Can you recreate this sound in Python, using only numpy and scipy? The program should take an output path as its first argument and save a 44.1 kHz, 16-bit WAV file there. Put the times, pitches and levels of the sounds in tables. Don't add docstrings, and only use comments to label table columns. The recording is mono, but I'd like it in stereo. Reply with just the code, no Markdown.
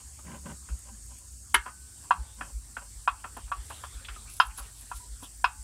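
import sys
import numpy as np
from scipy import signal
from scipy.fft import rfft, irfft, next_fast_len
from scipy.io import wavfile
from scipy.ndimage import uniform_filter1d, minimum_filter1d, map_coordinates

SR = 44100
rng = np.random.default_rng(int(sys.argv[2]) if len(sys.argv) > 2 else 0)


def inscribe(sig):
    pcm = np.round(np.clip(np.atleast_2d(sig).T, -1, 1) * 32767)
    wavfile.write(sys.argv[1], SR, pcm.astype(np.int16))


def level_to_linear(level):
    exponent = np.asarray(level, float) / 20
    return 10 ** exponent


N = 248283

# time in seconds, pitch in Hz.
HUM_PITCH = [(0.0, 70.44), (0.61, 64.96), (0.97, 56.7), (2.13, 67.5), (2.45, 54.06), (3.55, 54.37),
             (3.75, 71), (3.87, 69.66), (4.03, 51.18), (5.63, 53.4)]
# time in seconds, level in dB.
AIR_STIR = [(0, -62), (1.0, -62.5), (1.33, -66.5), (2.18, -60), (2.74, -62.5), (3.92, -54.5), (4.61, -58.5),
            (5.63, -63)]
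# frequency in Hz, density in dB per Hz.
RUMBLE_COLOUR = [(18, -42), (30, -19), (45, -6.5), (70, -2.5), (100, -3.5), (125, -10.5), (170, -51.5)]
DRONE_COLOUR = [(90, -17), (130, -1), (250, -1.5), (400, -13), (600, -38)]
OUTDOORS_COLOUR = [(180, -35), (300, -14), (421, -10.5), (606, -12), (768, -10), (1640, -8.5), (2130, -12),
                   (3670, -11.5), (4500, -12), (5850, -24.5), (9900, -120)]

# frequency in Hz, density in dB per Hz.
CHORUS_COLOUR = [(2060, -38), (3500, -38), (4020, -24.5), (4450, -12.5), (6850, -8), (7490, -1.5),
                 (7950, -1.5), (9230, -2.5), (10200, -13), (11900, -15.5), (12600, -17.5), (16400, -42.5),
                 (22000, -120)]
# time in seconds, pulses a second.
PULSE_RATE = [(0, 18.5), (2.3, 16.1), (5.63, 17)]

# start in seconds, peak in dB.
FINGER_SLIPS = [
    (0.002, -44.5),
    (0.248, -43),
    (0.284, -53),
    (0.315, -30.5),
    (0.369, -48),
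    (0.457, -30.5),
    (0.496, -31),
    (0.51, -34.5),
    (0.887, -38),
]
# start in seconds, peak in dB, pitch in Hz.
LONE_THUMPS = [
    (0.037, -40.5, 66),
    (0.237, -47, 68),
    (0.451, -42.5, 72.85),
    (0.707, -25, 60),
    (1.565, -31, 52.3),
    (2.187, -27.5, 57.2),
    (2.541, -29, 54),
]
# start in seconds, peak in dB, lag of the second in seconds, its peak in dB.
THUMP_PAIRS = [
    (2.952, -34.5, 0.15, -35),
    (3.43, -32.5, 0.144, -32),
    (3.942, -32.5, 0.15, -33.5),
    (4.467, -33.5, 0.13, -35.5),
    (4.941, -34, .162, -36),
    (5.451, -36.5, 0.13, -35),
]
# start in seconds, hold in seconds, housing level in dB, rasp level in dB.
FINGER_STROKES = [(0.253, 0.036, -50, -54), (0.297, 0.066, -46.5, -46.5), (0.463, 0.055, -42, -49),
                  (0.704, 0.034, -56.5, -60), (0.86, 0.031, -66, -56), (1.106, 0.028, -86, -57.5),
                  (1.221, 0.023, -73.5, -59.5), (2.116, 0.098, -59, -74), (2.393, 0.11, -57.5, -51),
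                  (2.816, 0.03, -68.5, -50), (4.195, 0.06, -63.5, -80), (4.607, 0.056, -73, -54.5),
                  (5.235, 0.023, -73, -57)]
# centre in Hz, width in Hz, level in dB.
HOUSING_PEAKS = [(163, 36.4, 0), (228.5, 49, -1), (302, 210, -12.5)]
RASP_PEAKS = [(568, 29, 1.5), (792, 29, -1.5), (995, 50, 3), (1565, 77, -5), (1950, 250, -16.5),
              (2980, 360, -15)]

# mode in Hz, level in dB, 60 dB decay in seconds, # left-right
# difference in dB, left lead in radians.
LOW_PAN_MODES = [(378, -26.5, 0.078, -8, 3.5), (725, -5, 0.082, -1.5, 4.5), (824, -9, 0.06, -12.5, 0),
                 (982, 1, 0.061, -2, 0.86), (1028.3, -4, 0.049, -16.5, 3.0),
                 (1128.7, -1.5, 0.081, -2.5, 1.34), (1190, -18.5, 0.05, 7.5, 1),
                 (1301, -7, 0.09, -16.5, -1.5), (1378.5, -1.5, 0.064, -0.5, -5),
                 (1400, -14.5, 0.084, -3.5, 1), (1507, -0.5, 0.036, 6.5, 1), (1555, -10, 0.05, 10, 1),
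                 (1611, -2.5, 0.054, 7.5, 1.06), (1820, -15.5, 0.09, -5, 7)]
# mode in Hz, level in dB, 60 dB decay in seconds,
# left-right difference in dB, left lead in radians.
WALL_MODES = [(2080, -25.5, 0.1, 1, -0.5), (2224, -13, 0.1, -3, 3), (2524, -9.5, 0.1, 2, -1.5),
              (2642, -13, 0.11, -7, -2), (2755, -13.5, 0.081, -9.5, 1), (3167, -18, 0.11, -7, 0.96),
              (3480, -24, 0.093, -10, 3.5), (3810, -23, 0.11, -7.5, -3.5), (4290, -31, 0.12, -15.5, 2),
              (5180, -33, 0.054, -25, -7.5), (5100, -29, 0.081, -5.5, 0.5), (4820, -30.5, 0.11, -10.5, 4.5)]
# start in seconds, peak in dB, favoured pitch in Hz, thud in dB.
BRIGHT_FLECKS = [
    (0.19, -42.5, 1010, -9),
    (0.689, -36.5, 1420, -19),
    (4.085, -32, 1440, -38.5),
    (4.571, -47, 3700, -31),
    (5.397, -61, 980, -5),
]
# start in seconds, peak in dB, favoured pitch in Hz, thud in dB.
DULL_BLOBS = [(1.659, -29, 1500, -26), (1.664, -26, 976, -28), (1.68, -31, 1360, -17.5),
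              (2.41, -23, 1600, -18), (2.768, -25, 1400, -24.5), (3.242, -27, 1187, -21.5),
              (3.368, -31, 970, -8.5), (3.479, -45, 1300, -21.5), (3.704, -29.5, 858, -26.5),
              (3.838, -27.5, 1105, -43), (4.16, -52, 1230, 1.5)]
# start in seconds, peak in dB, favoured pitch in Hz, thud in dB.
SOFT_SMEARS = [
    (2.034, -47, 969, -21),
    (3.697, -40.5, 997.6, -6),
    (4.577, -31.5, 1210, -20),
    (5.221, -41, 954, -5.5),
]
# upper modes in dB, 60 dB decay in seconds, smear in Hz.
BLOB_TONE = (-18.5, 0.089, 125)
FLECK_TONE = (-11, 0.07808, 195)
SMEAR_TONE = (-17.5, 0.14, 50)
# frequency in Hz, 60 dB decay in seconds.
UNDERSIDE_DECAY = [(300, 0.13), (1000, 0.22), (3000, 0.18), (10000, 0.024)]

# start in seconds, hold in seconds,
# level in dB, # centre in Hz, width in Hz.
NOISE_BURSTS = [(4.014, 0.01, -55.5, 580, 90), (4.049, 0.0094, -44.5, 3100, 1200),
                (4.049, .003, -43.5, 3000, 3600), (4.086, 0.0037, -39, 2600, 2100),
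                (4.095, .018, -47.5, 1600, 800), (.905, 0.043, -49, 215, 29), (3.838, .008, -49, 3300, 500),
                (4.576, .008, -50.5, 3850, 410), (5.235, 0.027, -50, 3260, 1000),
                (4.922, 0.03, -51, 1390, 53), (1.67, 0.025, -46, 1500, 900), (3.7, .1, -54, 3500, 1500),
                (2.2, 0.039, -63, 570, 73), (4.8, 0.044, -66, 252, 53), (5, 0.062, -55, 975, 70),
                (4.14, 0.014, -55, 3200, 1000), (4.6, 0.012, -54.5, 840, 350), (5.2, 0.01, -60, 1200, 400),
                (4.275, 0.042, -55.5, 2500, 600), (4.4, 0.013, -53, 3700, 1500),
                (4.2, 0.054, -73, 2900, 1500), (4.5, 0.019, -53, 2500, 1100), (0.27, .008, -54, 2150, 760)]

# start in seconds, peak in dB.
CLOTH_TICKS = [(0.7893, -37.5), (1.058, -42), (1.1841, -37.5), (3.369, -34.5), (4.336, -32.5),
               (4.366, -33.5), (4.4688, -31), (4.575, -26), (4.5807, -32), (4.599, -30), (4.809, -33.5),
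               (5.231, -40)]
# start in seconds, hold in seconds, level in dB.
CLOTH_STROKES = [
    (3.635, 0.23, -56.5),
    (4.3, 0.17, -50.5),
    (4.584, 0.01, -42),
    (4.65, 0.29, -58.5),
    (4.798, 0.012, -57.5),
    (4.966, 0.017, -47.5),
    (5.23, 0.014, -47),
]
# frequency in Hz, density in dB per Hz.
CLOTH_COLOUR = [(2000, -22.5), (3600, -11.5), (5500, -11), (8500, -10), (10300, -1.5), (12000, -10.5),
                (15800, -22)]

# start in seconds, peak in dB.
CLANK_HIT = [
    (1.543, -3.5),
]
# pitch in Hz, level in dB, 60 dB decay in seconds.
CLANK_BOOM = (380, -21.5, 0.15)
# pitch in Hz, level in dB, 60 dB decay in seconds.
CLANK_MODES = [(946, -6, 0.11), (997, -11.5, 0.09), (1204, -11, 0.09), (1286, -9, 0.14), (1365, -7.5, 0.13),
               (1467, -8.5, 0.098), (1662, -10, 0.15), (1760, -8, 0.1), (1848, -5.5, 0.1), (1890, -9, 0.09),
               (1990, -10, 0.075), (2760, -9.5, 0.08), (3460, -18.5, 0.062), (3690, -19, 0.068),
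               (2130, -6.5, 0.1), (2333, -11.5, 0.09), (2580, -13.5, 0.13), (2954, -5.5, 0.08),
               (3170, -9.5, 0.073), (4670, -26.5, 0.085), (1586, -9, 0.1), (5880, -31, 0.19),
               (7160, -30, 0.055), (9550, -25, 0.084), (9030, -14.5, 0.062), (10580, -1.5, 0.044),
               (10770, -8, 0.06), (10700, -14.5, 0.045), (11600, -7.5, 0.03), (13600, -21.5, 0.0513),
               (14000, -40, 0.12)]
# frequency in Hz, density in dB per Hz.
CRACK_COLOUR = [(150, -39.5), (250, -14.5), (660, -20), (967, -14.5), (1230, -5), (1520, -2), (2510, -12.5),
                (3150, -4), (3430, -12), (6190, -26), (6750, -19.5), (10800, -23.5), (15800, -39)]
# mode in Hz, level in dB, 60 dB decay in seconds, left-right difference in dB.
STEEL_MODES = [(802, -8, .35, -20), (866, -1, .6, -12), (985, -9, .22, -8), (1168, -4, .45, -7),
               (1382, -7, .35, -2), (1514, -7, .9, 2), (1650, -12, .35, 3)]

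# start in seconds, peak in dB, favoured pitch in Hz, hardness in dB,
# favoured wall pitch in Hz.
OIL_DROPS = [
    (2.108, -7, 1007, -21, 2760),
    (3.076, -9, 1086, -18.5, 2600),
    (3.517, -19.5, 1090, -22, 2620),
    (4.4, -3.5, 1350, -11.5, 3170),
    (4.915, -26.5, 982, -23.5, 2500),
    (5.443, -7, 1000, -13, 2580),
]
# pitch in Hz, level in dB, second pitch in Hz, its level in dB.
DROP_QUIRKS = [(1128, 4.5, 1615, 4), (1128, 2, 1520, 4), (985, -3.5, 1128, 5), (1034, 12.5, 960, 7),
               (1390, 6, 1800, -6), (1128, 0.5, 1530, 7.5)]
# frequency in Hz, density in dB per Hz.
SPRAY_COLOUR = [(240, -63.5), (600, -33), (900, -11.5), (1200, -0.5), (1640, -8), (2090, -18.5),
                (3210, -15), (4600, -28), (6000, -33.5), (10400, -33), (14000, -49.5)]

# start in seconds, peak in dB, pitch in Hz, glide in Hz a second,
# 60 dB decay in seconds.
OIL_BUBBLE = (4.161, -36, 1290, -4000, .08)


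def unit(x):
    return x / np.sqrt(np.mean(x ** 2) + 1e-20)


def along(points, hz):
    f, v = np.transpose(points)
    return np.interp(np.log(hz + 1), np.log(f + 1), v)


def curve(rows):
    s, value = np.transpose(rows)
    return np.interp(np.arange(N) / SR, s, value)


def gains(s, hold, db, rise, fall):
    t = np.arange(0, N + 64, 64) / SR
    late = t - s[:, None]
    swell = rise * np.minimum(late, 0)
    fade = fall * np.maximum(late - hold[:, None], 0)
    gain = level_to_linear(db[:, None] + swell - fade).sum(axis=0)
    return np.interp(np.arange(N) / SR, t, gain)


def wobble(rate):
    knots = rng.standard_normal(int(N * rate / SR) + 4)
    return map_coordinates(knots, [np.arange(N) * rate / SR])


def filtered(x, response):
    m = next_fast_len(N + SR // 2)
    return irfft(rfft(x, m) * response(np.fft.rfftfreq(m, 1 / SR)), m)[..., :N]


def resonances(peaks):
    def response(f):
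        total = 0
        for k, (centre, width, db) in enumerate(peaks):
            band = 1j * f * width
            total = total + (-1) ** k * level_to_linear(db) * band / (centre * centre - f * f + band)
        return total
    return response


def pair(alike, spiky_db=0):
    a, b = rng.standard_normal((2, N)) * level_to_linear(spiky_db * np.minimum(rng.exponential(size=N), 5))
    turn = np.arccos(np.clip(alike, -1, 1)) / 2
    mid, side = np.cos(turn) * a, np.sin(turn) * b
    return np.array([mid + side, mid - side])


def rush(spectrum, alike, spiky_db=0, ripple_db=0):
    voices = rng.standard_normal(SR // 100)

    def colour(hz):
        return level_to_linear(along(spectrum, hz) + ripple_db * map_coordinates(voices, [hz / 60]))
    return unit(filtered(pair(alike, spiky_db), colour))


def add(track, s, sound):
    start = round(s * SR)
    track[:, start:start + sound.shape[1]] += sound[:, :N - start]


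def patchy(x, depth_db):
    z = signal.stft(x, nperseg=512)[2]
    field = uniform_filter1d(rng.standard_normal(z.shape[1:]), size=6, axis=0)
    field = uniform_filter1d(field, size=10, axis=1)
    return unit(signal.istft(z * level_to_linear(depth_db * unit(field)), nperseg=512)[1][:, :N])


def surroundings():
    turns = np.cumsum(curve(HUM_PITCH) + 3 * wobble(12)) / SR
    hum = level_to_linear(-49 + 2.8 * wobble(12)) * np.sin(2 * np.pi * turns + [[-.1], [.1]])
    air_db = curve(AIR_STIR)
    rumble = level_to_linear(-57 + 0.24 * (air_db - air_db.min())) * rush(RUMBLE_COLOUR, 0.98)
    drone = level_to_linear(-66.5 + 1.5 * wobble(12)) * rush(DRONE_COLOUR, 0.86)
    open_air = patchy(rush(OUTDOORS_COLOUR, 0.049), depth_db=3.5)
    return hum + rumble + drone + level_to_linear(air_db + 0.5 + 1.5 * wobble(15)) * open_air


def insects():
    t = np.arange(N) / SR
    voices_db = 1.8
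    chorus = level_to_linear(-48 + 0.72 * wobble(8.1)) * rush(CHORUS_COLOUR, 0.027, ripple_db=voices_db)
    hush_s, resume_s, hush_db, resume_db_per_s = 1.55, 5.25, -16.5, 25
    recovery_db = hush_db + resume_db_per_s * np.maximum(t - resume_s, 0)
    startled_db = (t > hush_s) * np.minimum(recovery_db, 0)
    low_band = [(5900, -45.5), (6450, 2.0), (7100, 0.0), (7700, -34.0)]
    low = level_to_linear(-56.5 + startled_db + 0.76 * wobble(31)) * rush(low_band, .03, ripple_db=voices_db)
    whistle = level_to_linear(-64.5 + 2.5 * wobble(2)) * np.sin(2 * np.pi * 8075 * t + [[0], [1.2]])
    turns = np.cumsum(curve(PULSE_RATE)) / SR + .4
    beat = .4 + .6 * (.5 + .5 * np.cos(2 * np.pi * turns)) ** 1.5
    top_band = [(11000, -26.0), (12600, -3.0), (13600, -3.5), (14700, 2.5), (15800, -6.5)]
    pulsing = level_to_linear(-64.5 + 1.5 * wobble(4.3)) * beat * rush(top_band, .05)
    return (chorus + low + whistle + pulsing) * level_to_linear([[-.9], [.9]])


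def splash(t60, alike=0.41):
    t = np.arange(SR // 6) / SR
    envelope = level_to_linear(-60 * t / t60) * (1 - np.exp(-t / 0.0017))
    a, b = rng.standard_normal((2, len(t))) * envelope
    side = np.sqrt(1 - np.clip(alike, 0, 1))
    return np.array([a + side * b, a - side * b])


def thumps():
    out, t = np.zeros((2, N)), np.arange(SR // 8) / SR
    pair_hz, half_cycles = 54, 0.88
    hits = list(LONE_THUMPS)
    for s, first_db, lag, second_db in THUMP_PAIRS:
        hits += [(s, first_db, pair_hz), (s + lag, second_db, pair_hz)]
    for s, db, hz in hits:
        late, half = t - .05, half_cycles / hz
        push = np.sin(2 * np.pi * hz * late + [[-.1], [.1]])
        add(out, max(s - .025, 0), level_to_linear(db) * np.exp(-.5 * (late / half) ** 2) * push)
    return out


def fingers():
    slips = np.zeros((2, N))
    for s, db in FINGER_SLIPS:
        add(slips, s, level_to_linear(db + 9.0) * splash(t60=0.05, alike=0.27))
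    s, hold, housing_db, rasp_db = np.transpose(FINGER_STROKES)
    rise, fall = 600, 410
    shell_noise = unit(filtered(pair(0.93, spiky_db=2), resonances(HOUSING_PEAKS)))
    shell = gains(s, hold, housing_db, rise, fall) * shell_noise
    grains = pair(0.078, spiky_db=3.0) * level_to_linear(3.4 * wobble(80))
    rasp_noise = unit(filtered(grains, resonances(RASP_PEAKS)))
    rub = level_to_linear(-3.0) * gains(s, hold, rasp_db, rise, fall) * rasp_noise
    skin = level_to_linear([[2.5], [-1]]) * (rub + filtered(slips, resonances(RASP_PEAKS)))
    return shell + skin + level_to_linear(-9.5) * filtered(slips.sum(axis=0), resonances(HOUSING_PEAKS))


def ring(hz, db, t60, side_db, lead, rise, blur_hz, punch=0.87):
    t = np.arange(int(SR * .6 * t60.max())) / SR
    ear = np.array([.5, -.5])[:, None]
    first = 1 + punch * np.exp(-t / 0.052)
    decay = first * level_to_linear(-60 * t / t60[:, None]) * (1 - np.exp(-(t / rise) ** 2))
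    steps = rng.standard_normal((len(hz), SR // 32))
    knots = np.cumsum(steps, axis=1) * np.sqrt(2 * np.pi * np.abs(blur_hz) * 32 / SR)
    coarse = t[::32]
    wander = np.array([np.interp(t, coarse, k[:len(coarse)]) for k in knots])
    phase = 2 * np.pi * hz[:, None] * t + wander
    level = level_to_linear(db + ear * side_db)[..., None]
    out = (level * np.sin(phase + (ear * lead)[..., None]) * decay).sum(axis=1)
    return out / np.abs(out).max(axis=1).mean()


def pan_ring(spot_hz, favour_db, upper_db, pan_db, shorter, rise, blur_hz, wall_hz=1, also=(1, 0, 1, 0), lag=0):
    hz, level, t60, side_db, lead = np.transpose(LOW_PAN_MODES + WALL_MODES)
    upper = hz > 1950

    def near(centre_hz, width):
        return np.exp(-(np.log(hz / centre_hz) / width) ** 2)
    hardness_db = upper_db + 21.0 + (upper_db + 18.0) * 1.7 * np.log(hz / 2600)
    favour = favour_db * near(spot_hz, 0.18) + hardness_db * upper + 4.2 * near(wall_hz, 0.072)
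    for at_hz, db in (also[:2], also[2:]):
        favour = favour + db * near(at_hz, 0.035)
    chance_db = (0.49 + 1.5 * upper) * rng.standard_normal(len(hz))
    decay = t60 * shorter * (1 - 0.12 * upper)
    rise = rise * (1 + lag * upper[:, None])
    return ring(hz, level + favour + chance_db, decay, side_db + pan_db, lead, rise, blur_hz)


def spatters():
    out, thuds = np.zeros((2, 2, N))
    kinds = (DULL_BLOBS, BLOB_TONE), (BRIGHT_FLECKS, FLECK_TONE), (SOFT_SMEARS, SMEAR_TONE)
    for rows, (upper_db, t60, smear_hz) in kinds:
        spread = t60 / 0.079
        rise = 0.00052 * spread ** 5
        for s, db, spot_hz, thud_db in rows:
            knock = pan_ring(spot_hz, 8.5, upper_db, 1.2, 1.47 * spread, rise, blur_hz=smear_hz)
            add(out, s - .001, level_to_linear(db + 1.0) * knock)
            add(thuds, s, level_to_linear(db + thud_db + 20.0) * splash(0.81 * t60, alike=0.8204))
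    return out + filtered(thuds, resonances([(255, 75, 2.0), (427, 250, -5.0), (656, 350, -5.5)]))


def underside(x):
    hz, t, z = signal.stft(rng.standard_normal((2, SR // 3)), SR, nperseg=256)
    fade = level_to_linear(-60 * t / along(UNDERSIDE_DECAY, hz)[:, None])
    tail = signal.istft(z * fade, SR, nperseg=256)[1]
    return signal.fftconvolve(x, tail / np.linalg.norm(tail[0]), axes=1)[:, :N]


def bursts():
    out, t = np.zeros((2, N)), np.arange(SR // 6) / SR - .01
    f = np.fft.rfftfreq(len(t), 1 / SR)
    rise, fall = 4000, 860
    for s, hold, db, hz, width_hz in NOISE_BURSTS:
        noise = rng.standard_normal((2, len(t))) * level_to_linear(2.6 * rng.standard_normal(len(t)))
        band = unit(irfft(rfft(noise) / (1 + ((f - hz) / width_hz * 2) ** 4), len(t)))
        stroke_db = db + rise * np.minimum(t, 0) - fall * np.maximum(t - hold, 0)
        add(out, s - .01, level_to_linear(stroke_db) * band)
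    return out


def cloth():
    snaps = np.zeros((2, N))
    for s, db in CLOTH_TICKS:
        add(snaps, s, level_to_linear(db + 11.5) * splash(t60=0.018))
    ticks = filtered(snaps, resonances([(10500, 730, 0.011)]))
    grain = level_to_linear(2 * wobble(70)) * rush(CLOTH_COLOUR, .45, spiky_db=4.5)
    strokes = gains(*np.transpose(CLOTH_STROKES), rise=740, fall=430) * grain
    return level_to_linear([[3], [-1.5]]) * (strokes + ticks)


def steel_ring(tilt):
    hz, level, t60, side_db = np.transpose(STEEL_MODES)
    chance = rng.standard_normal((3, len(hz)))
    level = level + 1.2 * chance[0] + tilt * (hz - 1200)
    return ring(hz, level, t60, side_db + 2 * chance[1], .5 * chance[2], rise=0.004, blur_hz=2.5)


def clank():
    out, crack = np.zeros((2, 2, N))
    hz, level, t60 = np.transpose([CLANK_BOOM, *CLANK_MODES])
    chance = rng.standard_normal((2, len(hz)))
    side_db = 3.4 * chance[0] - 1.5 + 0.00098 * hz
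    lead = 1.37 * chance[1] * np.minimum(hz / 1200, 1) ** 2
    blur_hz = 1.5 + 0.0036 * hz[:, None]
    s, db = CLANK_HIT[0]
    metal = ring(hz, level, 0.71 * t60, side_db, lead, rise=0.0022, blur_hz=blur_hz, punch=-0.33)
    add(out, s - .001, level_to_linear(db + 2.0) * metal)
    add(out, s, level_to_linear(db - 27.5) * steel_ring(tilt=0.017))
    add(crack, s - .0005, level_to_linear(db + 4.5) * splash(t60=0.089))
    return out + filtered(crack, lambda f: level_to_linear(along(CRACK_COLOUR, f)))


def drops():
    out, spray = np.zeros((2, 2, N))
    blur_hz = 3.9 * (np.array(LOW_PAN_MODES + WALL_MODES)[:, :1] / 1000) ** 1.8
    for (s, db, spot_hz, upper_db, wall_hz), also in zip(OIL_DROPS, DROP_QUIRKS):
        lag = .25 * max(-15 - upper_db, 0)
        knock = pan_ring(spot_hz, 10.4, upper_db, 1.3, shorter=1.0, rise=.0012, blur_hz=blur_hz,
                         wall_hz=wall_hz, also=also, lag=lag)
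        add(out, s - .0007, level_to_linear(db + 4.5) * knock)
        add(out, s, level_to_linear(db - 28.5) * steel_ring(tilt=-0.0037))
        spray_db = 0.79 * db + 0.6 * upper_db + 11
        add(spray, s - .001, level_to_linear(spray_db) * splash(t60=0.099))
    return out + filtered(spray, lambda hz: level_to_linear(along(SPRAY_COLOUR, hz)))


def bubble():
    out, t = np.zeros((2, N)), np.arange(SR // 10) / SR
    s, db, hz, glide, t60 = OIL_BUBBLE
    envelope = level_to_linear(db - 60 * t / t60) * (1 - np.exp(-t / 0.00204))
    add(out, s, envelope * np.sin(2 * np.pi * (hz + glide * t / 2) * t + [[.6], [-.6]]))
    return out


def scene():
    knocks = spatters() + bursts() + clank() + drops() + bubble()
    return surroundings() + insects() + thumps() + fingers() + knocks + level_to_linear(-19.0) * underside(knocks) + cloth()


def starved(x):
    size, loud = round(.013 * SR), .12
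    level = np.abs(x).max(axis=0)
    soon = np.roll(-minimum_filter1d(-level, size=size), -size // 2) > loud
    near = -minimum_filter1d(-level, size=SR // 130) > loud
    place = (np.arange(N) - 333) % 1024
    robbed = soon & ~near & (place > 540) & (place < 950)
    gap = uniform_filter1d(robbed * 1., size=SR // 500)
    quiet = x * uniform_filter1d(1. - near, size=SR // 500)
    return x - gap * filtered(quiet, lambda hz: (hz > 700) & (hz < 5600))


def low_pass(x):
    return signal.sosfilt(signal.butter(12, 16280, fs=SR, output="sos"), x)


def record(dry):
    loud = -minimum_filter1d(-np.abs(dry).max(axis=0), size=SR // 60)
    keep = np.exp(-1 / (.06 * SR))
    held = signal.lfilter([1 - keep], [1, -keep], loud)
    drive = uniform_filter1d(np.maximum(held, 0.12 * loud), size=SR // 200)
    ducked = dry * level_to_linear(-4 * np.tanh(drive / 0.24))
    ceiling = .8
    rounded = starved(ducked) / (1 + np.abs(ducked / ceiling) ** 6) ** (1 / 6)
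    mix = filtered(rounded, lambda hz: hz < 15800)
    return low_pass(mix)


dry = scene()
out = record(dry)
inscribe(out)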